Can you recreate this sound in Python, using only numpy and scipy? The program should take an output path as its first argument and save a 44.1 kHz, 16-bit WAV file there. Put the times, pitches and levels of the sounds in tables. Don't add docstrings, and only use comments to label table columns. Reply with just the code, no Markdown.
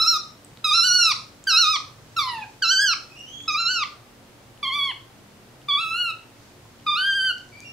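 import sys
import numpy as np
from scipy import signal
from scipy.fft import rfft, irfft, next_fast_len
from scipy.io import wavfile
from scipy.ndimage import uniform_filter1d, map_coordinates

SR = 44100
rng = np.random.default_rng(int(sys.argv[2]) if len(sys.argv) > 2 else 0)


def makeup_ratio(level_db):
    decades = np.asarray(level_db, float) / 20
    return 10 ** decades


def wrap_up_sound(samples):
    columns = np.atleast_2d(samples).T
    tamed = np.clip(columns, -1, 1)
    steps = np.round(tamed * 32767).astype(np.int16)
    wavfile.write(sys.argv[1], SR, steps)


N = 340452

# (time [s], pitch [Hz])
FACING = [
    [(-.03, 1297), (0.0, 1276), (0.024, 1366), (0.049, 1256), (0.075, 1363), (0.105, 1399), (0.156, 1252),
     (0.177, 1272)],
    [(0.643, 1275), (0.715, 1214), (0.765, 1372), (0.804, 1342), (0.866, 1495), (0.902, 1432),
     (0.945, 1464), (1.066, 1320), (1.126, 1150)],
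    [(1.471, 1566), (1.487, 1520), (1.534, 1284), (1.554, 1296), (1.598, 1444), (1.657, 1228),
     (1.711, 1272), (1.77, 1065)],
]
# (time [s], pitch [Hz])
ROLLING = [
    [(2.165, 1337), (2.179, 1335), (2.197, 1200), (2.234, 1080), (2.329, 947), (2.45, 810)],
]
# (time [s], pitch [Hz])
TURNING = [
    [(2.622, 1596), (2.656, 1326), (2.684, 1355), (2.725, 1552), (2.769, 1523), (2.825, 1661),
     (2.918, 1349), (2.94, 1306)],
    [(3.479, 1265), (3.55, 1230), (3.602, 1376), (3.66, 1351), (3.715, 1505), (3.818, 1228), (3.84, 1165)],
]
# (time [s], pitch [Hz])
TUCKED = [
    [(4.629, 1135), (4.67, 1075), (4.708, 1065), (4.762, 1166), (4.82, 1115), (4.842, 1125), (4.895, 1045),
     (4.922, 905)],
    [(5.685, 1163), (5.72, 1129), (5.765, 1146), (5.818, 1348), (5.858, 1293), (5.925, 1326), (6.0, 1444),
     (6.03, 1425), (6.116, 1275)],
    [(6.865, 1215), (6.945, 1195), (6.99, 1465), (7.085, 1592), (7.125, 1564), (7.165, 1600), (7.205, 1542),
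     (7.255, 1560), (7.322, 1397)],
]
# (level [dB], fundamental [dB], second partial [dB], opening flutter [share], closing drop [share])
CALL_LEVELS = [(-3.5, -1, -8.5, 0.00077, 0.085), (-1.5, -1.5, 2.5, 0.019, .19),
               (-1, -1.5, 1.5, 0.013, 0.13), (-2.5, 0, -4, 0.012, 0.079), (2.5, -3.5, -7.5, 0, 0.172),
               (-5.5, 0.5, -1.5, 0.032, 0.15), (-2, -7, 1.5, 0.028, 0.2), (-0.5, -6.5, -2.5, 0.017, 0.02),
               (3.5, -7.5, -7, 0.016, 0)]
# (nasal ring [dB], sizzle [dB], fall per partial above the fifth [dB])
CALL_SHINE = [(-60.5, -58, -1.5), (-50.5, -78, 1), (-83, -69, 1), (-55.5, -68, -34), (-61.5, -59, -12.5),
              (-65.5, -68, -11), (-57, -90, -2.5), (-60, -100, 2), (-56.5, -77, -4)]
# (frequency [Hz], level [dB])
MOUTHS = [
    [(2500, -32.5), (3000, -29), (3600, -26), (4200, -16), (4900, -29), (5500, -20.5), (5900, -24),
     (6400, -39.5)],
    [(2000, -30.5), (2700, -27.5), (3200, -38.5), (4000, -21.5), (4600, -30.5), (5500, -34), (6500, -58)],
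    [(2200, -19), (2700, -25), (3100, -20.5), (3600, -30.5), (4150, -21.5), (5000, -30.5), (5800, -31.5),
     (7000, -38)],
    [(2300, -32), (3000, -22.5), (3450, -23.5), (3900, -39.5), (4400, -33.5), (4900, -45), (5600, -56),
     (6500, -57.5)],
]
# (breath under partial 4 [dB], roughness of upper partials [rad])
BREATHINESS = [
    (-37, .33),
    (-26, .9),
    (-34, .35),
    (-31, .22),
]
# (left-right of partial 1 [dB], of upper partials [dB], room [dB], unsteadiness [ratio])
PLACES = [
    (0, -3, -7.5, 1.025),
    (0, -4, -7, 1.4),
    (1.2, -3.5, -8.5, 1.1),
    (0.8, -2.5, -8, 0.61),
]
# (frequency [Hz], level [dB])
FUNDAMENTAL_COLOUR = [(800, -43.5), (1000, -28.5), (1200, -20.5), (1390, -26), (1520, -21.5), (1680, -19)]
# (frequency [Hz], level [dB])
THROAT = [(5600, 0), (7200, -6), (8700, -12), (12000, -22), (16000, -27)]
# (frequency [Hz], level [dB])
NASAL_RING = [(6000, -9), (7600, -5), (8800, -16), (10400, 0), (11400, -2), (12300, -22)]
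# (frequency [Hz], level [dB])
SIZZLE = [(9000, -20), (12000, -3), (13500, 0), (16000, 2)]
# (frequency [Hz], density [dB])
BREATH = [(500, -60), (1500, -3), (4000, 5), (6000, -39), (9000, -11), (11000, -28), (16000, -39)]
# (frequency [Hz], t60 [s])
ROOM = [(800, 0.42), (2000, 0.34), (5000, 0.36), (9000, 0.47), (15000, 0.032)]
# (time [s], length [s], first pitch [Hz], last pitch [Hz], level [dB])
GROAN = (5.54, .25, 119, 152, -51)
# (time [s], spread [s], level [dB])
RUSTLES = [
    (1, 1.2, -66),
    (2.35, .2, -60),
    (3.3, .2, -63),
    (6.45, .05, -64),
    (7.3, .6, -63),
]
# (time [s], peak level [dB], centre [Hz], t60 [s])
TICKS = [(.4475, -32.5, 8070, 0.0069), (0.5733, -31, 3800, 0.00334), (1.4406, -29, 7200, 0.0047),
         (3.192, -36.5, 7600, 0.0043), (3.405, -34, 2500, 0.0047), (3.427, -38, 8500, 0.0025),
         (7.25, -35, 1990, .015), (7.382, -31.5, 5500, 0.0024), (7.49, -37, 5950, 0.0019),
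         (4.576, -42, 2980, 0.006), (5.617, -40, 2950, 0.007), (6.654, -45, 1010, 0.026),
         (6.799, -41, 3080, 0.0063), (7.6046, -25, 6360, 0.002)]
# (start [s], end [s], pitch [Hz], rise [Hz], level [dB])
FAR_NOTES = [
    (3.09, 3.162, 2520, 30, -52),
    (3.157, 3.233, 2840, 31, -44),
    (3.261, 3.309, 3040, 69, -44.5),
    (3.31, 3.401, 3220, 116, -44.5),
    (3.403, 3.444, 3300, 165, -49),
    (3.447, 3.496, 3600, 20, -55),
    (7.515, 7.634, 2306, 55, -52),
    (7.642, 7.717, 2780, 35, -46),
]
# (frequency [Hz], width [Hz], level [dB])
HUM = [(48, 7.9, -112.5), (116.8, 27, -59), (200, 10, -65), (237, 20, -63), (291, 9.5, -63),
       (358.5, 15, -66)]
# (frequency [Hz], density [dB])
AIR = [(12, -35), (20, -4.5), (210, -6.5), (485, -5), (1000, -10), (2750, -15), (4940, -18.5),
       (16000, -28.5)]
# (frequency [Hz], left-right likeness [ratio])
AIR_LIKENESS = [(60, 0.94), (180, 0.42), (550, 0.74), (1650, 0.16), (4970, 0.085), (15000, 0.043)]


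def unit(x):
    return x / np.sqrt(np.mean(x ** 2) + 1e-20)


def along(points, hz):
    f, v = np.transpose(points)
    return np.interp(np.log(hz + 1), np.log(f + 1), v)


def wobble(rate, size):
    knots = rng.standard_normal(int(size * rate / SR) + 4)
    return map_coordinates(knots, [np.arange(size) * rate / SR])


def glide(t, s, hz):
    slope = np.diff(hz) / np.diff(s)
    before, after = slope[:-1], slope[1:]
    same = before * after > 0
    inner = np.where(same, 2 * before * after / np.where(same, before + after, 1), 0)
    m = np.r_[slope[0], inner, slope[-1]]
    i = np.clip(np.searchsorted(s, t) - 1, 0, len(s) - 2)
    h = np.diff(s)[i]
    u = np.clip((t - s[i]) / h, 0, 1)
    step = (hz[i + 1] - hz[i]) * u * u * (3 - 2 * u)
    bend = h * u * (1 - u) * (m[i] * (1 - u) - m[i + 1] * u)
    return hz[i] + step + bend


def coloured(gain, size):
    m = next_fast_len(size)
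    spectrum = rfft(rng.standard_normal((2, m)))
    return irfft(spectrum * gain(np.fft.rfftfreq(m, 1 / SR)), m)[:, :size]


def echo(x, gap, alike):
    hz, t, z = signal.stft(rng.standard_normal((2, SR // 2)), SR, nperseg=256)
    decay = makeup_ratio(-60 * t / along(ROOM, hz)[:, None])
    tail = signal.istft(z * decay, SR, nperseg=256)[1][:, :SR // 2]
    tail = tail[0] + np.array([[1], [-1]]) * (1 - alike) * tail[1]
    late = np.pad(x, (round(gap * SR), 0))[None]
    return signal.fftconvolve(late, tail / np.linalg.norm(tail[0]), axes=1)


def add(out, x, s):
    part = out[:, round(s * SR):][:, :x.shape[1]]
    part += x[:, :part.shape[1]]


def call(pitch, levels, shine, mouth, breathiness, pan_db, shaky):
    level_db, fundamental_db, second_db, flutter, drop = levels
    ring_db, sizzle_db, fall_db = shine
    breath_db, rough = breathiness
    s, hz = np.transpose(pitch)
    t = np.arange(s[0] - .008, s[-1] + .003, 1 / SR)
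    age, size = t - s[0], len(t)

    fading = np.clip(4 * (1 - age / .1), 0, 1)
    waver = flutter * np.cos(2 * np.pi * (age / .046 - .15)) * fading
    held = glide(t, s, hz) * (1 + waver)
    closing = 1 - drop * np.clip(1 + (t - s[-1]) / .015, 0, 1) ** 2
    f0 = held * closing * (1 + .003 * wobble(60, size) + .0012 * wobble(400, size))
    phase = 2 * np.pi * np.cumsum(f0) / SR

    slack = np.maximum(np.log2(1150 / held), 0)
    effort = makeup_ratio(-12 * slack)
    tense = makeup_ratio(23.5 * np.log2(held / held.mean()))
    push_db = level_db + .5 * np.exp(-np.abs(age) / .039)

    def through(k):
        colour_db = along(mouth, k * f0) + along(THROAT, k * f0) + fall_db * max(k - 5, 0)
        return effort ** k * makeup_ratio(push_db + colour_db)

    def strength(k):
        if k == 1:
            return makeup_ratio(push_db + fundamental_db + along(FUNDAMENTAL_COLOUR, held))
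        if k == 2:
            return makeup_ratio(second_db) * through(2)
        if k < 5:
            return through(k)
        thin = makeup_ratio(ring_db + along(NASAL_RING, k * f0)) + makeup_ratio(sizzle_db + along(SIZZLE, k * f0))
        return (through(k) + thin * effort ** 2) * tense

    onset = np.clip((t - t[0]) / .0102, 0, 1)
    close = np.clip((t[-1] - t) / .011, 0, 1)
    sides = np.array([[1], [-1]])
    voice = np.zeros((2, size))
    for k in range(1, 14):
        unsteady = makeup_ratio(shaky * min(1.86 + .5 * k, 3.6) * wobble(50.82, size))
        rise = onset ** (2 + 2 * k)
        blur = (rough + 2 * slack) * min(k / 6, 1.3) ** 2 * wobble(500, size)
        lead = min(.04 + .091 * k, .85) * wobble(12.5, size) * sides
        pan = makeup_ratio(pan_db[min(k - 1, 1)] * sides / 2)
        wave = np.cos(k * phase + .5 * k * k + blur + lead) * (k * f0 < SR / 2)
        voice += np.sqrt(2) * strength(k) * unsteady * rise * pan * wave

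    breath = unit(coloured(lambda f: makeup_ratio(along(BREATH, f)), size)) * (1 + .77 * np.cos(phase))
    puff = makeup_ratio(-8 - 60 * np.maximum(age, 0) / .012) * through(3)
    leak = makeup_ratio(breath_db + 35 * slack) * through(4)
    return (voice + (leak + puff) * breath * onset ** 4) * close, t[0]


def monkey():
    lead_in = .1
    out = np.zeros((2, N + SR))
    rows = zip(CALL_LEVELS, CALL_SHINE)
    postures = zip([FACING, ROLLING, TURNING, TUCKED], MOUTHS, BREATHINESS, PLACES)
    for pitches, mouth, breathiness, (*pan_db, room_db, shaky) in postures:
        for pitch in pitches:
            voice, s = call(pitch, *next(rows), mouth, breathiness, pan_db, shaky)
            add(out, voice, s + lead_in)
            add(out, makeup_ratio(room_db) * echo(voice.mean(0), gap=.0055, alike=.33), s + lead_in)
    return out[:, round(lead_in * SR):][:, :N]


def ticks():
    dry, t = np.zeros((1, N)), np.arange(SR // 20) / SR
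    for s, db, hz, t60 in TICKS:
        crack = uniform_filter1d(rng.standard_normal(len(t)), size=3)
        ring = np.sin(2 * np.pi * hz * t)
        add(dry, makeup_ratio(db - 60 * t / t60) * (ring + .26 * crack)[None], s)
    return .95 * dry + makeup_ratio(-7) * echo(dry[0], gap=.006, alike=.19)[:, :N]


def sofa():
    t = np.arange(N) / SR
    s, length, first_hz, last_hz, groan_db = GROAN
    u = np.clip((t - s) / length, 0, 1)
    phase = 2 * np.pi * np.cumsum(first_hz + (last_hz - first_hz) * u) / SR
    groan = makeup_ratio(groan_db) * np.sin(np.pi * u) ** 2 * np.sqrt(2) * np.sin(phase)
    brush = unit(coloured(lambda f: 1 / (1 + ((f - 5500) / 2500) ** 4), N))
    strokes = sum(makeup_ratio(db) * np.exp(-.5 * ((t - at) / spread) ** 2) for at, spread, db in RUSTLES)
    return groan + strokes * brush


def far_whistle():
    out = np.zeros((2, N))
    for start, end, hz, rise_hz, db in FAR_NOTES:
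        t = np.arange(0, end - start, 1 / SR)
        pitch = (hz + rise_hz * t / t[-1]) * (1 + .019 * wobble(165.3, len(t)))
        phase = 2 * np.pi * np.cumsum(pitch) / SR
        edge = np.clip(np.minimum(t, t[-1] - t) / .01, 0, 1)
        level = makeup_ratio(db + 5 + 2.5 * wobble(62, len(t))) * edge
        note = level * (np.sin(phase) + makeup_ratio(-11.5) * np.sin(2 * phase))
        add(out, makeup_ratio(-6) * np.array([note, note]), start)
        add(out, makeup_ratio(-.5) * echo(note, gap=.0037, alike=.1), start)
    return out


def household():
    def air_gain(f):
        turn = np.arccos(np.clip(along(AIR_LIKENESS, f), -1, 1)) / 2
        return makeup_ratio(along(AIR, f)) * [np.cos(turn), np.sin(turn)]

    mid, side = coloured(air_gain, N)
    air = makeup_ratio(-51.5) * unit(np.array([mid + side, mid - side]))
    tones = np.zeros(N)
    for hz, width, db in HUM:
        tones += makeup_ratio(db) * unit(coloured(lambda f: 1 / (1 + (2 * (f - hz) / width) ** 2), N)[0])
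    rumble = unit(coloured(lambda f: 1 / (1 + ((f - 125) / 45) ** 4), N)[0])
    swell_db = 3 * wobble(2.59, N) + 2.5 * wobble(3.4, N)
    return air + tones + makeup_ratio(-61.5 + swell_db) * rumble


def scene():
    return monkey() + ticks() + sofa() + far_whistle() + household()


def low_pass(x):
    return signal.sosfilt(signal.butter(12, 16270, fs=SR, output="sos"), x)


def record(dry):
    m = next_fast_len(N)
    passed = np.fft.rfftfreq(m, 1 / SR) < 15700
    mix = irfft(rfft(dry, m) * passed, m)[:, :N]
    return low_pass(mix)


dry = scene()
out = record(dry)
wrap_up_sound(out)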